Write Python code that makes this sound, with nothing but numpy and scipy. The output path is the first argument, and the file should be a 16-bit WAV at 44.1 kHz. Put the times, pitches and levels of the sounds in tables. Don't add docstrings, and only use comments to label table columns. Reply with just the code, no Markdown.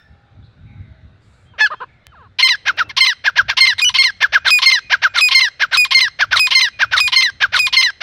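import sys
import numpy as np
from scipy import signal
from scipy.fft import rfft, irfft
from scipy.io import wavfile
from scipy.ndimage import uniform_filter1d

SR = 44100
rng = np.random.default_rng(int(sys.argv[2]) if len(sys.argv) > 2 else 0)


def unload_wav(signal):
    wavfile.write(
        sys.argv[1],
        SR,
        np.round(np.clip(np.atleast_2d(signal).T, -1, 1) * 32767).astype(np.int16),
    )


def voltage_ratio(level):
    return 10 ** (np.asarray(level, float) / 20)


N = 353682

# start, level tone onset and falling tone onset in seconds, pitch in Hz, half-pitch in dB.
SCREECHES = [(2.387, 2.425, 2.494, 2083, 9), (2.966, 3.004, 3.070, 2087, 7.5),
             (3.569, 3.604, 3.674, 2103, 5.5), (3.941, 3.983, 4.044, 2141, 2.5),
             (4.618, 4.658, 4.721, 2110, 2.5), (5.309, 5.346, 5.415, 2103, 3),
             (5.908, 5.945, 6.012, 2106, 4.5), (6.506, 6.549, 6.616, 2088, 3),
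             (7.12, 7.159, 7.229, 2093, 5), (7.726, 7.765, 7.833, 2087, 5)]
# head turn 0-1, half-pitch delay in seconds, falling half-pitch in dB, effort in dB.
SCREECH_MANNERS = [(.1, 0.011, -6.5, -0.1), (.1, 0.00064, -8.5, -0.5), (.1, 0.00089, -8, 1),
                   (.2, 0.0011, -8.5, -1), (.8, 0.0061, -7.5, 1), (.9, 0.0015, -7.5, .5),
                   (.9, .016, -8.5, 0), (.95, .001, -6, -0.1), (.9, 0.00065, -15.5, -1),
                   (.95, .001, -8.5, -.5)]
# start and tone onset in seconds, rasp in dB, tone in dB, pitch in Hz.
FULL_CLUCKS = [(2.653, 2.686, -17.5, -16.5, 1515), (2.772, 2.798, -19.5, -17, 1455),
               (3.24, 3.268, -16.5, -15, 1640), (3.356, 3.384, -15.5, -10, 1580),
               (4.204, 4.231, -14.5, -13.5, 1660), (4.322, 4.349, -14.5, -10.5, 1585),
               (4.897, 4.932, -14, -13.5, 1596), (5.018, 5.042, -16, -11.5, 1534),
               (5.595, 5.625, -16, -17, 1582), (6.189, 6.215, -14.5, -15.5, 1591),
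               (6.79, 6.822, -15.5, -14, 1577), (7.402, 7.43, -15, -14, 1576),
               (8.006, 8.034, -18, -15, 1520)]
# start and tone onset in seconds, rasp and tone in dB, pitch in Hz.
CUT_CLUCKS = [(3.482, 3.509, -16, -25, 1612), (4.446, 4.471, -18.5, -15, 1483),
              (5.138, 5.17, -22, -19, 1410), (5.711, 5.739, -22, -17.5, 1494),
              (6.309, 6.337, -16.5, -13, 1474), (6.911, 6.942, -19, -13.5, 1465),
              (7.521, 7.551, -20, -15, 1452)]
# start and tone onset in seconds, rasp in dB, tone in dB, pitch in Hz.
OPENING_CALL = (1.581, 1.610, -20.5, -7.5, 1731)
# squeak start, tone on and tone off in seconds, pitch in Hz, mid-tone effort in dB.
WHISTLES = [
    (4.468, 4.506, 4.587, 2474, -4.5),
    (5.172, 5.21, 5.285, 2488, -5.5),
    (5.734, 5.772, 5.848, 2473, -6),
    (6.358, 6.395, 6.469, 2496, -11),
    (6.966, 7.003, 7.076, 2466, -19),
    (7.551, 7.592, 7.667, 2469, -18.5),
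]
# effort in dB, pitch in Hz.
WHISTLE_SQUEAKS = [(2, 2470), (2, 2470), (0.5, 2470), (2.5, 2470), (2.5, 2470), (-0.5, 2470)]
# start and end in seconds, pitch in Hz, end pitch factor, level in dB.
CHUCKLES = [
    (1.703, 1.748, 635, 0.19, -26),
    (1.803, 1.845, 524, 0.32, -29),
]
HICCUPS = [
    (2.894, 2.917, 1090, 0.72, -28.5),
]
MURMURS = [
    (1.537, 1.572, 526, 0.71, -49.5),
]

# share of the part 0-1, pitch factor, level in dB, half-pitch in dB, roughness 0-1.
SCREECH_RASP = [(0, .36, -12, -1, .38), (0.199, .45, -1, -5, .4), (.4, .51, 2.5, -13.5, .28),
                (0.679, .5, -4, -24, .38), (.78, 1.4, -9.5, 3, .2), (.86, 1.44, -4.5, 14, .15),
                (1, 1.2, 6.5, -41, .25)]
SCREECH_LEVEL = [(0, 1.08, 2, -28, 0.12), (.07, 1.02, 3, -22.5, .007), (.28, 1.003, 1.5, -1, .005),
                 (.9, .992, -2, -5.5, .01), (1, .92, 0.5, 5, .15)]
SCREECH_BREAK = [(0, .8, 8, -14, 0.22), (0.303, 0.54, -5.5, -30, 0.25), (0.7, .51, 5, -11, .22),
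                 (1, 0.78, 8.5, -10.5, 0.34)]
SCREECH_FALL = [(0, 1, 1, -42, 0.01), (0.198, 0.97, 1, -9, 0.0044), (0.419, .93, -2, 0, 0.03),
                (.62, .85, -12, 4.5, 0.038), (.85, .76, -15, -8, .05), (0.999, 0.72, -18, 0, 0.87)]
CLUCK_RASP = [(0, .3, -19, -19, 0.13), (0.352, .42, -6, -26.5, 0.13), (0.803, .62, 5, -20.5, .4),
              (1, 0.789, 11.5, -16.5, 0.48)]
CLUCK_TONE = [(0, 1.17, -14.5, -30.5, 0.089), (0.201, 1.08, 2, -32, 0.053), (0.451, .98, 7.5, -30.5, 0.026),
              (.68, .87, -0.5, -13.5, .03), (1.003, 0.66, -28, 0.5, 0.75)]
CLUCK_HUSK = [(0, .74, -1.5, -9, 0.64), (.25, .7, 1, -19.5, .7), (.7, .6, -28.5, -9.5, .8),
              (1, 0.39, -22, -0.5, 0.85)]
CUT_CLUCK_TONE = [(0, 1.1, -4, -18, 0.28), (.2, 1.03, 4.5, -29, 0.092), (.5, .97, -1, -32, 0.16),
                  (.7, .9, -5, -8, .2), (1, .8, -7.5, -7.5, 0.39)]
OPENING_TONE = [(0, 1.01, -3, -3, .05), (.15, 1.0, 0, 0, .005), (.58, .99, -1, -1, .005),
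                (.7, .95, -9, -20, .01), (.78, .9, -4, -30, .02), (.88, .82, -13, -20, .1),
                (1.1, .74, -30, -10, .3)]
WHISTLE_SQUEAK = [(0, .58, -7.5, 13, .45), (.14, .74, -5, -4.5, .35), (.27, .9, -1.5, -26.5, .07),
                  (.44, .74, 5.5, -49, 0.085), (.51, .6, -5.5, -15, .4), (0.661, .44, -4.5, -2, .3),
                  (.88, .45, -8.5, -29, .25), (1, .63, 17, -27.5, .6)]
WHISTLE_DYING = [(0, 0.96, 8.5, -34.5, 0.2), (0.2, .44, -5, -50, 0.2), (0.552, .41, -14, -44, .2),
                 (1, 0.12, -29.5, -20.5, 0.34)]
MUTTER_FALL = [(0, 1.0, -3, -40, .06), (.26, .48, -2, -40, .12), (.6, .34, 0, -40, .14),
               (1, .22, -4, -40, .2)]

# frequency in Hz, level in dB.
WIDE_BEAK = [(1050, -17), (2100, 6), (3150, -1.5), (4200, 8), (5250, -7), (6300, -17.5), (7350, -33.5),
             (8400, -14), (9450, -33.5), (10500, -33.5), (12600, -49), (15000, -27)]
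TURNED_BEAK = [(1050, -16), (2100, 4), (3150, -5), (4200, 6.5), (5250, 0.5), (6300, -9), (7350, -35.5),
               (8400, -22.5), (9450, -22), (10500, -26), (12600, -55), (15000, -26.5)]
SLACK_BEAK = [(900, -11), (1550, 19.5), (2100, 2), (3200, 7), (4200, -1), (5300, 4.5), (6300, -18),
              (7300, -45.5), (8400, -22), (11000, -42), (15000, -31)]
HALF_OPEN_BEAK = [(860, -10), (1730, 4.5), (2600, -4.5), (4300, -9.5), (5200, -17), (7000, -33.5),
                  (15000, -59)]
NARROW_BEAK = [(1200, -19.5), (2500, 4), (5000, -3.5), (7500, -16), (10000, -19.5), (12400, -29),
               (15000, -27)]
TIGHT_BEAK = [(1500, 1.5), (2960, 1.5), (5920, -5), (8900, -30), (15000, -49)]
PINCHED_BEAK = [(500, -39), (1030, -5.5), (1500, -16), (2200, -9), (3000, -7), (3700, -1), (4300, -8),
                (5500, -16.5), (6800, -30.5), (10000, -33), (15000, -65)]
LOW_THROAT = [(800, -4), (1550, 11.5), (2300, -15.5), (3400, -6.5), (4500, -20), (5500, -16.5), (6600, -40),
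              (9000, -62), (15000, -35)]
RASP_THROAT = [(300, -60), (600, -24), (1020, -7.5), (1450, -16), (2200, -1.5), (2700, 4.5), (3200, 4),
               (3700, -0.5), (4500, -1.5), (5800, -12), (6800, -55), (10000, -30), (14500, -64)]
CROAK_THROAT = [(300, -20.5), (500, -10.5), (750, -8.5), (1100, -9.5), (1600, 0), (2500, 1), (4300, -9.5),
                (5800, -15), (6800, -69), (12000, -60), (14500, -45)]
HOARSE_THROAT = [(400, 1), (900, -14), (1500, -1), (2300, 1), (3200, -5), (4300, -17), (6000, -19.5),
                 (7000, -61), (14500, -65)]
SOFT_THROAT = [(400, -9), (700, -6), (1100, 9.5), (1700, -4), (2150, -25), (2750, -13), (3400, -27),
               (4100, -25.5), (5000, -47), (9000, -122)]
PURE_TONE = [(500, 0), (700, -1), (15000, -140)]
# frequency in Hz, level in dB.
BREATH = [(500, -16.5), (1300, -23), (2400, 0), (6000, 13.5), (15400, 9.5), (15900, -48)]
# frequency in Hz, gain in dB.
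LOW_CUT = [(150, -23.5), (300, -10), (450, -1), (15500, -0.5), (16000, -37)]

# delay in seconds, level in dB.
ECHOES = [
    (.175, -51.5),
    (.335, -54),
    (0.449, -27),
    (0.569, -14),
]
# frequency in Hz, T60 in seconds.
TREE_DECAY = [(500, 0.49), (1500, 0.68), (3000, 0.64), (5500, 0.56), (7000, 0.92), (8500, 0.55),
              (12000, 0.12)]
# frequency in Hz, bandwidth in Hz, level in dB, T60 in seconds.
LAST_CALL = [(1760, 49, -50.5, 0.48), (3600, 51, -69, 0.59), (5335, 120, -63, 0.374),
             (1410, 180, -62, 0.34)]

# start in seconds, level in dB.
RIVAL = [(2.735, -52), (2.83, -50), (4.39, -51), (4.815, -50), (4.845, -47), (5.07, -48), (5.855, -46),
         (6.725, -46), (6.85, -47), (7.67, -44)]
# start and end in seconds, pitch in Hz, end pitch factor, level in dB.
FAR_PIPES = [
    (1.455, 1.56, 3230, .72, -63),
    (1.75, 1.82, 3200, .98, -57),
    (2.04, 2.155, 3110, .74, -64),
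]
FAR_SLURS = [(.66, 1.02, 2250, .87, -61), (.69, 1.08, 2290, .84, -63), (1.88, 2.09, 2240, .92, -60),
             (.425, .452, 3250, 1.25, -62), (.442, .475, 4080, .99, -60), (.46, .57, 3950, .96, -67),
             (.95, 1.05, 1680, .98, -65), (1.22, 1.3, 4600, .99, -70), (1.33, 1.4, 4450, .98, -70)]
FAR_COOS = [(.05, .5, 810, .99, -66), (.65, .86, 820, .99, -66), (.85, 1.15, 640, .99, -65),
            (.5, 1.2, 3790, .985, -71), (.48, 1.24, 1520, .99, -69)]

# frequency in Hz, density in dB per Hz.
AIR = [(150, -3.5), (300, -6), (793, -7.5), (1010, -14), (1340, -6.5), (3200, -18.5), (3770, -15),
       (4940, -27.5), (9000, -43), (12500, -60), (15500, -54), (16000, -94)]
# frequency in Hz, density in dB per Hz.
WIND = [(20, -40.5), (32, -22), (56, -1.5), (102, 1.5), (173, -11), (248, -18.5), (400, -34), (600, -79)]
# peak time in seconds, level in dB, half width in seconds.
GUSTS = [(.13, -52, 0.052), (.42, -47, 0.087), (.78, -39, 0.16), (1.06, -46.5, 0.08), (1.28, -55, 0.068),
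         (1.5, -54, 0.089), (2.1, -58, 0.27), (2.7, -53, 0.082), (2.88, -47.5, 0.08), (3.45, -45, 0.079),
         (3.65, -57, 0.064), (3.899, -51.5, 0.13), (4.35, -54, 0.24), (4.999, -55, 0.17),
         (5.75, -54, 0.092), (6.05, -60, 0.15), (6.34, -45.5, 0.12), (6.93, -49, 0.15), (7.35, -72, 0.038),
         (7.52, -48, 0.17), (7.72, -55, 0.089)]
# start in seconds, length in seconds, level in dB, colour as (Hz, dB) pairs.
RUSTLES = [
    (1.18, .34, -72, [(2500, -8), (4500, -5), (6000, -10), (7500, 0), (10000, -14), (16000, -40)]),
    (2.6, .36, -53, [(120, -20), (300, 0), (1100, -8), (4000, -55)]),
]
# time in seconds, peak in dB.
TICKS = [
    (2.0685, -11),
    (2.769, -25),
    (2.891, -24),
]


def bird():
    parts = []
    for row, manner in zip(SCREECHES, SCREECH_MANNERS):
        parts += screech(*row, *manner)
    for start_s, on_s, *rest in FULL_CLUCKS:
        parts += cluck(start_s, on_s, start_s + 0.063, *rest, CLUCK_TONE, LOW_THROAT)
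    for start_s, on_s, *rest in CUT_CLUCKS:
        parts += cluck(start_s, on_s - 0.005, on_s + 0.03, *rest, CUT_CLUCK_TONE, LOW_THROAT)
    start_s, on_s, *rest = OPENING_CALL
    parts += cluck(start_s, on_s, start_s + 0.096, *rest, OPENING_TONE, HALF_OPEN_BEAK, HOARSE_THROAT)
    for row, squeak in zip(WHISTLES, WHISTLE_SQUEAKS):
        parts += whistle(*row, *squeak)
    parts += cracked_whistle()
    loud = np.zeros(N)
    for part in parts:
        add(loud, *part)
    return coloured(loud, LOW_CUT) + soft_notes()


def screech(start_s, on_s, fall_s, hz, half_db, turned, late_s, fall_half_db, effort_db):
    turned = np.clip(turned, 0, 1)
    beak = [(f, wide_db + turned * (read(TURNED_BEAK, f) - wide_db)) for f, wide_db in WIDE_BEAK]
    on_late_s = on_s + 0.003
    off_s = fall_s - 0.0195
    end_s = fall_s + 0.063 + 0.01 * (start_s > 4.4)
    return [voice(start_s, on_late_s, SCREECH_RASP, hz, -11 + effort_db, RASP_THROAT, spread=0.39),
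            voice(on_late_s, off_s, SCREECH_LEVEL, hz, -6.5 + effort_db, beak, half_db, late_s + 0.002),
            voice(off_s, fall_s, SCREECH_BREAK, hz, -15.5, RASP_THROAT),
            voice(fall_s, end_s, SCREECH_FALL, hz, -8.5 + effort_db, SLACK_BEAK, fall_half_db)]


def cluck(start_s, on_s, end_s, rasp_db, tone_db, hz, shape, throat, croak=CROAK_THROAT):
    rasp_hz, spread = 1580, 0.13
    return [voice(start_s, on_s, CLUCK_RASP, rasp_hz, rasp_db, croak, spread=spread),
            voice(on_s - 0.003, end_s, shape, hz, tone_db, throat),
            voice(on_s, on_s + 0.042, CLUCK_HUSK, rasp_hz, rasp_db - 4.5, croak, spread=spread)]


def whistle(start_s, on_s, off_s, hz, db, squeak_db, squeak_hz):
    return [voice(start_s, on_s, WHISTLE_SQUEAK, squeak_hz, -12.5 + squeak_db, PINCHED_BEAK),
            held_tone(on_s, off_s, hz, -7.5, db, -13 + 0.06 * db, -54 - 1.1 * db),
            voice(off_s + 0.00089, off_s + 0.032, WHISTLE_DYING, 2470, -18 - 0.24 * db, PINCHED_BEAK)]


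def cracked_whistle():
    start_s, on_s, jump_s, off_s = 3.782, 3.817, 3.846, 3.892
    low_hz, high_hz = 2458, 2972
    low_db, high_db = -9, -8
    return [voice(start_s, on_s, WHISTLE_SQUEAK, 2470, -18, PINCHED_BEAK),
            held_tone(on_s, jump_s, low_hz, low_db - 4.5, low_db, low_db, -54),
            held_tone(jump_s, off_s, high_hz, high_db, high_db, high_db, -40, -0.3, TIGHT_BEAK),
            voice(off_s, off_s + 0.032, WHISTLE_DYING, 2400, -18, PINCHED_BEAK)]


def held_tone(on_s, off_s, hz, early_db, middle_db, late_db, half_db, sharp=0.93, throat=NARROW_BEAK):
    shape = [(0, 1 + 0.04 * sharp, early_db - 3, 45, 0.069),
             (0.15, 1 + 0.016 * sharp, early_db, -26, 0.013),
             (0.4, 1.002, middle_db, 18.5, 0.0048),
             (0.94, 0.988, late_db, -12, 0.005),
             (1, 0.95, late_db - 6, 6, 0.1)]
    return voice(on_s, off_s, shape, hz, 0, throat, half_db, tilt_db=(1.5, 0))


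def soft_notes():
    out = notes(CHUCKLES, SOFT_THROAT, 0.13, 0.72, 0.7)
    out += notes(HICCUPS, CROAK_THROAT, 0.3)
    out += notes(MURMURS, SOFT_THROAT, 0.1, 1.0, 0.1)
    add(out, *voice(2.12, 2.275, MUTTER_FALL, 1510, -48.5, SOFT_THROAT))
    return out


def notes(rows, throat, rough, rise=0.94, hold=0.5):
    out = np.zeros(N)
    for start_s, end_s, hz, bend, db in rows:
        arch = [(0, rise, -8, -40, rough),
                (hold / 2, 1.0, 0, -40, rough),
                (hold, 0.9 + 0.1 * bend, -1, -40, rough),
                (1, bend, -8, -40, rough)]
        add(out, *voice(start_s, end_s, arch, hz, db, throat, -40))
    return out


def voice(start_s, end_s, shape, hz, db, throat, half_db=0., late_s=0., tilt_db=(0, 0), spread=1):
    count = round((end_s - start_s + 0.004) * SR)
    t = np.arange(count) / SR
    share, *columns = np.transpose(shape)
    pitch, level_db, odd_db, rough = (np.interp(np.linspace(0, 1, count), share, c) for c in columns)
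    rough = np.clip(rough, 0, 1)
    wobble, flutter, air = rng.standard_normal((3, count))

    jitter = np.tanh(evened(uniform_filter1d(wobble, size=40)))
    f = hz * pitch * (1 + 0.394 * rough * jitter)
    turns = np.cumsum(f / 2) / SR + rng.random()
    k = np.arange(1, 1 + int(31000 / max(hz * pitch.min(), 700)))[:, None]
    partial_hz = k * f / 2

    held_db = 22 * np.clip((late_s - t) / 0.0073 + 1, 0, 1) * (late_s > 0)
    lines_db = read(throat, k * hz * pitch / 2) + (k % 2) * (odd_db + half_db - held_db)
    lines_db += np.linspace(*tilt_db, count) * np.log2(k / 2)
    lines = voltage_ratio(lines_db - 99 * (partial_hz > 15800))

    speed, phase = rng.random((2, len(k), 1))
    lines = lines * voltage_ratio(2.0 * np.sin(2 * np.pi * (30 * speed * t + phase)))
    grain = evened(uniform_filter1d(rng.standard_normal(lines.shape), size=40, axis=1))
    lines = lines * (1 + 0.3 * (partial_hz / 15000) ** 2 * grain)

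    ringing = spread * np.pi / 8 * k ** 2
    tone = (lines * np.cos(2 * np.pi * k * turns + ringing)).sum(0)
    tone /= np.sqrt((lines ** 2).sum(0) / 2)
    tone *= voltage_ratio(2.0 * rough * evened(uniform_filter1d(flutter, size=50)))

    puffs = (0.078 + np.exp(-(2 * turns % 1) / 0.29)) * air
    puffs = evened(coloured(coloured(puffs, throat), BREATH))
    mix = np.sqrt(1 - rough ** 2) * tone + 0.75 * rough * puffs
    edges = signal.windows.tukey(count, min(0.0075 * SR / count, 1))
    return start_s - 0.002, voltage_ratio(db + level_db) * mix * edges


def trees(x):
    t = np.arange(2 * SR) / SR
    shape = voltage_ratio(-11.5) * np.exp(-t / 0.0063)
    shape += voltage_ratio(-48.0) * np.minimum(t / 0.021, 1)
    for delay_s, db in ECHOES:
        shape += voltage_ratio(db) * np.exp(-((t - delay_s) / 0.0063) ** 2)
    hz, frame_s, z = signal.stft(shape * rng.standard_normal(len(t)) / 8, SR, nperseg=256)
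    decay = voltage_ratio(-60 * frame_s / read(TREE_DECAY, hz)[:, None])
    tail = signal.istft(z * decay, SR, nperseg=256)[1]
    return signal.fftconvolve(x, tail)[:N]


def far_birds():
    rival = [(s, s + 0.068, 2475 + 200 * (s < 3), 0.98, db) for s, db in RIVAL]
    out = notes(FAR_PIPES, PURE_TONE, 0.02, 0.96, 0.72)
    out += notes(FAR_SLURS, PURE_TONE, 0.3, 1.0, 0.1)
    out += notes(FAR_COOS, PURE_TONE, 0.16, 1.0)
    out += notes(rival, PURE_TONE, 0.09, 1.01)
    return out


def background():
    return open_air() + wind() + earlier_echo() + rustles() + pebbles()


def open_air():
    hiss = evened(coloured(rng.standard_normal(N), AIR))
    _, _, z = signal.stft(hiss, SR, nperseg=1024)
    patches = uniform_filter1d(rng.standard_normal(z.shape), size=5, axis=0)
    patches = evened(uniform_filter1d(patches, size=8, axis=1))
    return voltage_ratio(-61.5) * signal.istft(z * voltage_ratio(2.3 * patches), SR, nperseg=1024)[1][:N]


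def wind():
    t = np.arange(N) / SR
    lumps = voltage_ratio(2.0 * evened(uniform_filter1d(rng.standard_normal(N), size=1500)))
    strength = voltage_ratio(-59.5) + sum(voltage_ratio(db) * np.exp(-((t - s) / half_s) ** 2) for s, db, half_s in GUSTS)
    return strength * evened(coloured(lumps * rng.standard_normal(N), WIND))


def earlier_echo():
    out = np.zeros(N)
    t = np.arange(SR) / SR
    for hz, width_hz, db, t60_s in LAST_CALL:
        slow = uniform_filter1d(rng.standard_normal((2, SR)), int(SR / width_hz), axis=1)
        turn = 2 * np.pi * hz * t
        band = evened(slow[0] * np.cos(turn) + slow[1] * np.sin(turn))
        out[:SR] += voltage_ratio(db - 60 * t / t60_s) * band
    return out


def rustles():
    out = np.zeros(N)
    for start_s, length_s, db, colour in RUSTLES:
        noise = evened(coloured(rng.standard_normal(round(length_s * SR)), colour))
        add(out, start_s, voltage_ratio(db) * noise * signal.windows.tukey(len(noise), 0.5))
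    return out


def pebbles():
    out = np.zeros(N)
    t = np.arange(200) / SR
    for s, db in TICKS:
        add(out, s, voltage_ratio(db - 11.0) * np.exp(-t / 0.00015) * np.cos(2 * np.pi * 2500 * t))
    return out


def evened(x):
    return x / np.sqrt(np.mean(x ** 2) + 1e-20)


def read(points, hz):
    f, value = np.transpose(points)
    return np.interp(np.log(hz + 1), np.log(f + 1), value)


def coloured(x, points):
    gain = voltage_ratio(read(points, np.fft.rfftfreq(len(x), 1 / SR)))
    return irfft(rfft(x) * gain, len(x))


def add(mix, start_s, sound):
    part = mix[round(start_s * SR):][:len(sound)]
    part += sound[:len(part)]


def scene():
    near = bird()
    return (near + trees(near) + far_birds() + background())[None]


def roll_off(x):
    return signal.sosfilt(signal.butter(12, 16090, fs=SR, output="sos"), x)


def record(dry):
    power_db = 10 * np.log10(abs(uniform_filter1d(dry[0] ** 2, size=800)) + 1e-12)
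    over_db = uniform_filter1d(np.maximum(power_db + 18.0, 0), size=800)
    mix = np.clip(dry * voltage_ratio(2.5 - 0.38 * over_db), -0.98, 0.98)
    return roll_off(mix)


dry = scene()
out = record(dry)
unload_wav(out)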